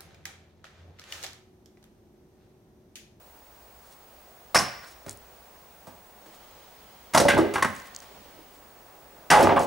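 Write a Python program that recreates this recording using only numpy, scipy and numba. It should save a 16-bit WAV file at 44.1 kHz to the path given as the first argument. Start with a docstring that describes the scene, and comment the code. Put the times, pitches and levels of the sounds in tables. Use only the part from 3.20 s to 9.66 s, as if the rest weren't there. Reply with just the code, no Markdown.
"""Wind soughs in the crowns of a pine forest over a wavering low hum; timber scuffs, then wooden trestles
thrown from an upper doorway crash on a heap of timber, ten metres from a camcorder, and crash twice more later.
Each blow is a short clatter that rings the boards and cracks; nails squeak, splinters tick, the trunks echo.
From about 3 s a far motor drones for a while. The camcorder hisses and whines throughout."""
import sys
import numpy as np
from scipy import signal
from scipy.fft import rfft, irfft
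from scipy.io import wavfile
from scipy.ndimage import uniform_filter1d
from numba import njit

SR = 44100
rng = np.random.default_rng(int(sys.argv[2]) if len(sys.argv) > 2 else 0)


def bounce(signal):
    """Save signal as a 16-bit WAV file at the path given by the first command-line argument."""
    frames = np.transpose(np.atleast_2d(signal))
    limited = np.clip(frames, -1, 1)
    pcm = np.round(limited * 32767).astype(np.int16)
    wavfile.write(sys.argv[1], SR, pcm)


N = 284886  # samples
SIDES = np.array([[1], [-1]])  # left, right


def undb(db):
    """Amplitude factor of a level in dB."""
    return 10 ** (np.asarray(db) / 20)


def level(x, db):
    """Scale x to an RMS level in dB."""
    return x * undb(db) / np.sqrt(np.mean(x ** 2))


def fall(t, t60):
    """Exponential decay by 60 dB in t60 seconds."""
    return np.exp(-np.log(1000) * t / t60)


def on_log(hz, table):
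    """Read a table of (frequency [Hz], value) along a logarithmic frequency axis."""
    table_hz, values = np.transpose(table)
    return np.interp(np.log(np.maximum(hz, 1)), np.log(table_hz), values)


def colour(x, table):
    """Filter x by a gain curve of (frequency [Hz], gain [dB])."""
    hz = np.fft.rfftfreq(x.shape[-1], 1 / SR)
    return irfft(rfft(x) * undb(on_log(hz, table)), x.shape[-1])


def band(x, hz, q, order=1):
    """Band-pass around hz of relative sharpness q."""
    edge = np.sqrt(1 + 1 / (4 * q * q))
    edges = [hz * (edge - .5 / q), min(hz * (edge + .5 / q), .45 * SR)]
    return signal.sosfilt(signal.butter(order, edges, "bandpass", fs=SR, output="sos"), x)


@njit
def follow(x, attack, release):
    """Envelope with one smoothing share per sample for rises and another for falls."""
    y, e = np.empty(len(x)), 1e-6
    for i in range(len(x)):
        e += (x[i] - e) * (attack if x[i] > e else release)
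        y[i] = e
    return y


def walk(rate):
    """Random levels held 1 / rate seconds and smoothed twice; spread near 1."""
    k = int(SR / rate)
    steps = np.repeat(rng.standard_normal(N // k + 1), k)
    return 0.517 * uniform_filter1d(uniform_filter1d(steps, k), k)[:N]


def add(out, x, s, db):
    """Place x at time s; db is the level of its loudest 4 ms."""
    i = int(s * SR)
    x = x[:N - i]
    loudest = np.sqrt(uniform_filter1d(x ** 2, size=176).max())
    out[i:i + len(x)] += x * undb(db) / loudest


def blows():
    """The clatter of each blow drives the frame, the struck piece, the crack and the slap of flat faces."""
    # single blows of wood on wood: (time [s], level of frame and piece [dB], pitch of the struck piece [Hz],
    # crack against that level [dB], clatter t60 [s])
    single_blows = [(1.345, -19, 900, 4, 0.04), (1.354, -19, 1640, 6.5, 0.087),
                    (1.365, -30.5, 950, 12.5, 0.084), (1.388, -30, 1060, 7.5, 0.31),
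                    (1.418, -30, 1050, -22, 0.11), (1.63, -47.5, 1500, -2.5, 0.3),
                    (1.862, -36.5, 395, -5, 0.036), (1.879, -54, 275, 11, 0.17),
                    (2.667, -44.5, 724, -3, 0.27), (3.058, -51.5, 323, -1, 0.11),
                    (3.934, -46.5, 1290, 20, 0.32), (3.946, -11, 910, -1.5, 0.057),
                    (3.96, -13, 810, -9.5, 0.11), (3.973, -15.5, 784, 3.5, 0.091),
                    (3.998, -13, 409, -4, 0.14), (4.05, -12.5, 420, -18, 0.1),
                    (4.082, -16, 1850, -0.5, 0.17), (4.098, -16.5, 1680, -47, 0.23),
                    (4.135, -20, 400, -23, 0.16), (4.168, -14.5, 400, -30, .11),
                    (4.176, -24, 1020, -4, 0.27), (4.336, -32, 393, 3, 0.36),
                    (4.356, -18, 1190, -12, 0.063), (4.378, -23, 1060, -13, 0.15),
                    (4.423, -14.5, 1330, -4.5, 0.05), (4.444, -18, 1260, -7.5, 0.11),
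                    (4.818, -56.5, 1080, 9.5, 0.2), (4.912, -46.5, 366, -14, .033),
                    (6.101, -19, 1970, 4, 0.5), (6.112, -9.5, 740, -21, 0.22), (6.206, -18, 790, -9, 0.11),
                    (6.226, -14.5, 302, -9, 0.21), (6.245, -14, 533, -41, 0.19),
                    (6.27, -9, 523, -21, 0.023), (6.361, -12, 820, -22, 0.18),
                    (6.375, -16, 804, -24, 0.048), (6.394, -17.5, 517, -14, 0.29)]
    slap_db, slap_per_crack = -8.5, 1  # dB against frame and piece, dB per dB of crack
    out, t = np.zeros(N), np.arange(SR // 4) / SR
    for s, db, hz, crack_db, t60 in single_blows + bounces():
        push = clatter(t, t60)
        piece = level(band(push, hz, 1.25, order=2), 0)
        add(out, frame_ring(push, t, hz) + piece, s, db)
        add(out, fibre_crack(push, t), s, db + crack_db)
        slap = band(push, 1444, 0.45, order=2)
        add(out, slap, s, db + slap_db + slap_per_crack * crack_db)
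    return out


def bounces():
    """A loose board chatters: each rattle is a row of even bounces whose level and pitch slide."""
    # (start [s], length [s], gap [s], level of first bounce [dB], loss per bounce [dB], first pitch [Hz],
    # last pitch [Hz], crack [dB], clatter t60 [s]); a negative loss is a gain
    rattles = [(4.185, .09, .03, -13.5, 5.5, 396, 415, -39, 0.13),
               (6.13, .06, .02, -10, 1, 810, 500, -16, 0.24),
               (6.288, .032, .016, -14, -1, 780, 466, -36, .09)]
    rows = []
    for s, length, gap, db, loss_db, first_hz, last_hz, crack_db, t60 in rattles:
        k = np.arange(round(length / gap) + 1)
        hz = np.geomspace(first_hz, last_hz, len(k))
        rows += [(s + i * gap, db - i * loss_db, hz[i], crack_db, t60) for i in k]
    return rows


def clatter(t, t60):
    """A hard first contact and a fading rush of smaller ones: spiky noise."""
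    rise_s = 0.0029
    spike = undb(1.74 * rng.exponential(size=len(t)))
    rush = rng.standard_normal(len(t)) * spike * fall(t, t60) * np.minimum(t / rise_s, 1)
    return rush * (1 + 0.88 * fall(t, 0.006))


def frame_ring(push, t, hz):
    """Damped modes of the whole trestle, driven hardest near the pitch hz of the struck piece."""
    # modes of the trestles: (frequency [Hz], width [Hz], strength [dB])
    timber_modes = [(218, 6.6, -4), (243, 10, -22.5), (284.5, 9, -2), (331.9, 11, -1.5), (415, 7.1, -3),
                    (564, 3.5, -7), (638, 64, -6), (702, 14, -12.5), (802, 76, -3), (835.5, 16.7, 1),
                    (903, 21, -4), (946, 24, -2.5), (1146, 71, 4), (1203, 25, -5), (1290, 51, -2),
                    (1600, 51, 2), (1640, 23, -6.5), (2000, 80, -16), (2025, 100, 8.5), (2300, 140, -17),
                    (2130, 110, -10), (2570, 130, -47)]
    frame_db, frame_db_per_octave = 0, 0.5  # at a struck piece of 500 Hz, and its rise with pitch
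    mode_spread = .006  # share by which the modes shift with how the trestle lies
    mode_hz, width, mode_db = np.transpose(timber_modes)[:, :, None]
    scatter_db = 2.5 * rng.standard_normal(mode_hz.shape)  # each blow lands elsewhere
    shifted_hz = mode_hz * (1 + mode_spread * rng.standard_normal(mode_hz.shape))
    drive_db = mode_db - 16 * np.abs(np.log2(mode_hz / hz)) + scatter_db
    ringing = np.exp(-np.pi * width * t) * np.sin(2 * np.pi * shifted_hz * t)
    modes = np.sum(undb(drive_db) * ringing, axis=0)
    # later contacts reach the whole frame less
    frame = signal.fftconvolve(push * fall(t, 0.54), modes)[:len(t)]
    return level(frame, frame_db + frame_db_per_octave * np.log2(hz / 500))


def fibre_crack(push, t):
    """Fibres tear a little after the contact: the clatter with a slower rise, an added decay and its own colour."""
    # spectrum of tearing fibres: (frequency [Hz], gain [dB])
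    crack_colour = [(120, -7), (400, -3), (1180, 0), (2000, -5.5), (2660, -13), (2970, -18.5), (4200, -8.5),
                    (5690, -7), (7450, -9.5), (10200, -10.5), (12800, -20.5), (15000, -28)]
    rise_s, t60_s = 0.0031, 0.49
    return colour(push * np.minimum(t / rise_s, 1) * fall(t, t60_s), crack_colour)


def thuds():
    """Timber meets the soil: a clatter that keeps only a low band."""
    # (time [s], level [dB])
    soil_blows = [(1.363, -30), (1.416, -33), (1.861, -36), (2.673, -43), (3.95, -28), (4, -30),
                  (4.134, -20.5), (4.187, -40), (4.444, -21.5), (6.115, -23), (6.188, -28), (6.243, -19),
                  (6.301, -38)]
    out, t = np.zeros(N), np.arange(SR // 4) / SR
    for s, db in soil_blows:
        add(out, band(clatter(t, 0.14), 160, 0.76, order=2), s, db)
    return out


def squeaks():
    """A nail slips in its joint at an even gap; each slip rings a narrow metal resonance for milliseconds."""
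    # (first slip [s], mean level of first slip [dB], mean pitch [Hz], length [s], loss per slip [dB])
    nail_slips = [(1.353, -16.5, 5370, .036, -0.1), (1.394, -41, 5360, .15, 1.2), (1.645, -49, 4270, 0, 0),
                  (3.9804, -18, 5870, 0.0072, 5), (6.104, -23.5, 5420, 0.015, 0), (6.1133, -18, 4850, 0, 0),
                  (6.1324, -23, 5140, 0.0027, -3)]
    slip_gap_s, pitch_spread = .0117, .022  # spread as a share of the pitch
    out, t = np.zeros(N), np.arange(SR // 20) / SR
    swell = np.exp(-((t - .003) / .0018) ** 2)
    for s, db, nail_hz, length, loss_db in nail_slips:
        for k in range(round(length / slip_gap_s) + 1):
            hz = nail_hz * (1 + pitch_spread * rng.standard_normal())
            rasp = level(band(rng.standard_normal(len(t)), hz, 7, order=2), 0)
            tone = np.sin(2 * np.pi * hz * t) + .6 * rasp
            slip_db = db - k * loss_db + 2 * rng.standard_normal()
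            add(out, tone * swell, s + k * slip_gap_s - .002, slip_db)
    return out


def grit():
    """Splinters land as ticks of a few cycles; scuffs are swells of many fine noise grains."""
    # splinters land: (time [s], level [dB], pitch [Hz])
    ticks = [(1.8946, -28.5, 7560), (1.9097, -36, 7700), (1.929, -43, 8350), (1.9733, -44.5, 8400),
             (4.148, -38, 9500), (4.488, -47, 8580), (4.5034, -42.5, 7100), (4.553, -44, 8450),
             (4.564, -40.5, 6800), (4.6, -43.5, 5880), (4.62, -48, 5770), (4.7485, -36, 5800),
             (4.763, -29.5, 6340), (4.7888, -45, 6910), (4.803, -40.5, 6200), (4.839, -55, 6760),
             (6.208, -35, 9000), (6.227, -27, 10500), (6.394, -30.5, 6880)]
    # timber scuffs along the door frame or sand trickles: (time [s], level [dB], rise and fall [s])
    scuffs = [(.68, -61, .05), (.73, -55, .014), (1.682, -52, 0.016), (1.719, -53.5, 0.017),
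              (1.91, -50, .03), (2.68, -73, .015), (3.15, -57, .024), (4.58, -52.5, 0.047),
              (4.668, -53.5, 0.019), (5.35, -60, .03), (6.43, -40.5, 0.028)]
    out, t = np.zeros(N), np.arange(SR // 50) / SR
    for s, db, hz in ticks:
        scrape = 2.0 * rng.standard_normal(len(t)) * fall(t, 0.0055)
        add(out, band((t == 0) + scrape, hz, 2.4, order=2), s, db)  # a click and a scrape
    now = np.arange(N) / SR
    swell = sum(undb(db) * np.exp(-((now - s) / length) ** 2) for s, db, length in scuffs)
    grains = rng.standard_normal(N) * undb(2.17 * rng.exponential(size=N))
    return out + swell * level(band(grains, 5800, 0.8, order=2), 0)


def forest(x):
    """Scattering from trunks and the house wall: noise that fades band by band."""
    # decay of the forest: (frequency [Hz], t60 [s])
    decay = [(100, 0.58), (300, 0.33), (1000, 0.53), (2500, 1), (6000, 0.12), (14000, 0.54)]
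    # tone of the echo: (frequency [Hz], gain [dB])
    tone = [(100, 8.5), (400, 2), (1200, -1), (3500, 1.5), (7000, 2), (14000, -0.5)]
    # width of the echo: (frequency [Hz], side minus mid [dB])
    width = [(100, -30), (600, -7.5), (2500, -4), (8000, -8.5), (14000, -59)]
    echo_db = -10
    t = np.arange(SR) / SR
    mid, side = rng.standard_normal((2, SR))
    pair = mid + colour(side, width) * SIDES
    centres = 60 * 2 ** np.arange(0, 8.1, .5)
    t60 = on_log(centres, decay)
    tail = sum(band(pair, hz, 1.6) * fall(t, d) / np.sqrt(d) for hz, d in zip(centres, t60))
    tail = colour(tail, tone) * np.minimum(t / 0.0022, 1)
    tail = tail * undb(echo_db) / np.sqrt(np.sum(tail ** 2) / 2)
    return signal.fftconvolve(x[None], tail, axes=1)[:, :N]


def ports(x):
    """The two microphone ports differ: the left one is weaker in the bass and the right one leads in phase, so
    the channels differ in level and phase, most at low pitches."""
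    # (frequency [Hz], left minus right [dB])
    port_db = [(60, -4.5), (110, -2.5), (200, -2), (380, -2.0), (700, -1.5), (1290, -1.5), (2380, 0.5),
               (4400, 0.0), (8120, 0.3), (15000, 0)]
    # (frequency [Hz], left ahead of right [radians])
    port_lead = [(0, -.5), (150, -.9), (260, -.85), (1400, -.2), (3500, 0)]
    hz = np.fft.rfftfreq(N, 1 / SR)
    lead = np.interp(hz, *np.transpose(port_lead))
    gain = undb(SIDES / 2 * on_log(hz, port_db))  # half the difference to each port
    return irfft(rfft(x) * gain * np.exp(1j * SIDES / 2 * lead), N)


def motor():
    """A far drone: only some high multiples of the turn rate carry, each wavering in the air."""
    # (time [s], mean turn rate [Hz], level [dB])
    course = [(3.02, 185, -94), (3.06, 187, -66.5), (3.9, 187.1, -65), (4.9, 188, -64.5),
              (5.299, 180, -64.5), (5.45, 184.6, -92)]
    # (multiple of the turn rate, relative mean strength [dB])
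    orders = [(7, -3), (10, -2), (11, -3), (12, -2), (13, -3), (16, -1), (17, 0), (18, -5), (19, -4),
              (21, -6)]
    now, (s, hz, db) = np.arange(N) / SR, np.transpose(course)
    turn_hz = np.interp(now, s, hz) * (1 + 0.00289 * walk(44))
    turn = 2 * np.pi * np.cumsum(turn_hz) / SR
    drone = sum(undb(g + 2.8 * walk(24)) * np.sin(k * turn + 2 * np.pi * rng.random()) for k, g in orders)
    return level(drone, 0) * undb(np.interp(now, s, db))


def wind():
    """Sough in the crowns and rustle of needles: wide noises that follow the gusts and flicker a little."""
    # spectrum of the sough: (frequency [Hz], gain [dB])
    sough_colour = [(12, -30), (20, -4.5), (54, -9), (71, -14), (88, -11), (156, -7.5), (193, -5.5),
                    (228, -7.5), (593, -3), (789, -3), (2730, -21), (6000, -71), (7800, -47), (13200, -120)]
    # gusts: (time [s], mean sough level [dB], mean needle rustle level [dB])
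    gusts = [(0, -54.5, -61.5), (1.3, -54, -60.5), (2.1, -53, -59), (2.95, -54, -61.5), (3.1, -52, -56.5),
             (3.9, -53, -57), (4.9, -51.5, -54), (5.4, -52.5, -60), (6.46, -51, -60)]
    now, (s, sough_db, rustle_db) = np.arange(N) / SR, np.transpose(gusts)
    mid, side = colour(rng.standard_normal((2, N)), sough_colour)
    sough = level(mid + 0.38 * side * SIDES, 0) * undb(np.interp(now, s, sough_db) + 0.75 * walk(5))
    mid, side = band(rng.standard_normal((2, N)), 1860, 0.37, order=2)
    rustle = level(mid + 1.01 * side * SIDES, 0) * undb(np.interp(now, s, rustle_db) + 0.37 * walk(10))
    return sough + rustle


def hum():
    """A far hum: a narrow band of noise at 60.7 Hz whose level wavers."""
    # (time [s], level [dB])
    hum_course = [(0, -62), (.45, -60), (1.1, -66), (2, -60), (3, -68), (3.8, -62.5), (5, -62.5),
                  (6.46, -68)]
    hum_db = np.interp(np.arange(N) / SR, *np.transpose(hum_course))
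    return level(band(rng.standard_normal(N), 60.7, 4.5), 0) * undb(hum_db)


def scene():
    """Timber with its echo, heard through the two ports, then the drone, wind and hum of the forest."""
    wood = blows() + thuds() + squeaks()
    # boards are small against bass waves and radiate them poorly
    wood = signal.sosfilt(signal.butter(2, 94.6, "highpass", fs=SR, output="sos"), wood)
    timber = ports(wood + forest(wood) + grit())
    air = (wind() + hum()) * undb(-.6 * SIDES)  # a little stronger on the right
    return timber + air + motor()


def record(dry):
    """The camcorder holds loud sound down, rounds peaks, adds hiss and a line-scan whine, and cuts the top."""
    limit_db, limit_ratio, attack_s, release_s = -8, 1.47, 0.006, 0.02
    whine_hz, whine_db, hiss_db, top_hz = 15625, -57, -64, 15750
    field_hz, gap_length, gap_at = 50, .25, 0.9  # the whine dips once a field; shares of a field
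    now = np.arange(N) / SR
    from_gap = np.abs((field_hz * now - gap_at + .5) % 1 - .5)
    whine_gate = np.clip((from_gap - gap_length / 2) / .06 + .6, .12, 1)
    whine = np.sqrt(2) * np.sin(2 * np.pi * whine_hz * now) * whine_gate
    hiss = level(band(rng.standard_normal(N), 8500, 0.93), hiss_db)
    loud = follow(np.abs(dry).max(axis=0), 1 / (attack_s * SR), 1 / (release_s * SR))
    held = dry * np.minimum(undb(limit_db) / loud, 1) ** (1 - 1 / limit_ratio)
    heard = np.tanh(1.26 * held) / 1.54 + undb(whine_db) * whine + hiss
    return signal.sosfilt(signal.ellip(10, .2, 80, top_hz, fs=SR, output="sos"), heard)


dry = scene()
out = record(dry)
bounce(out)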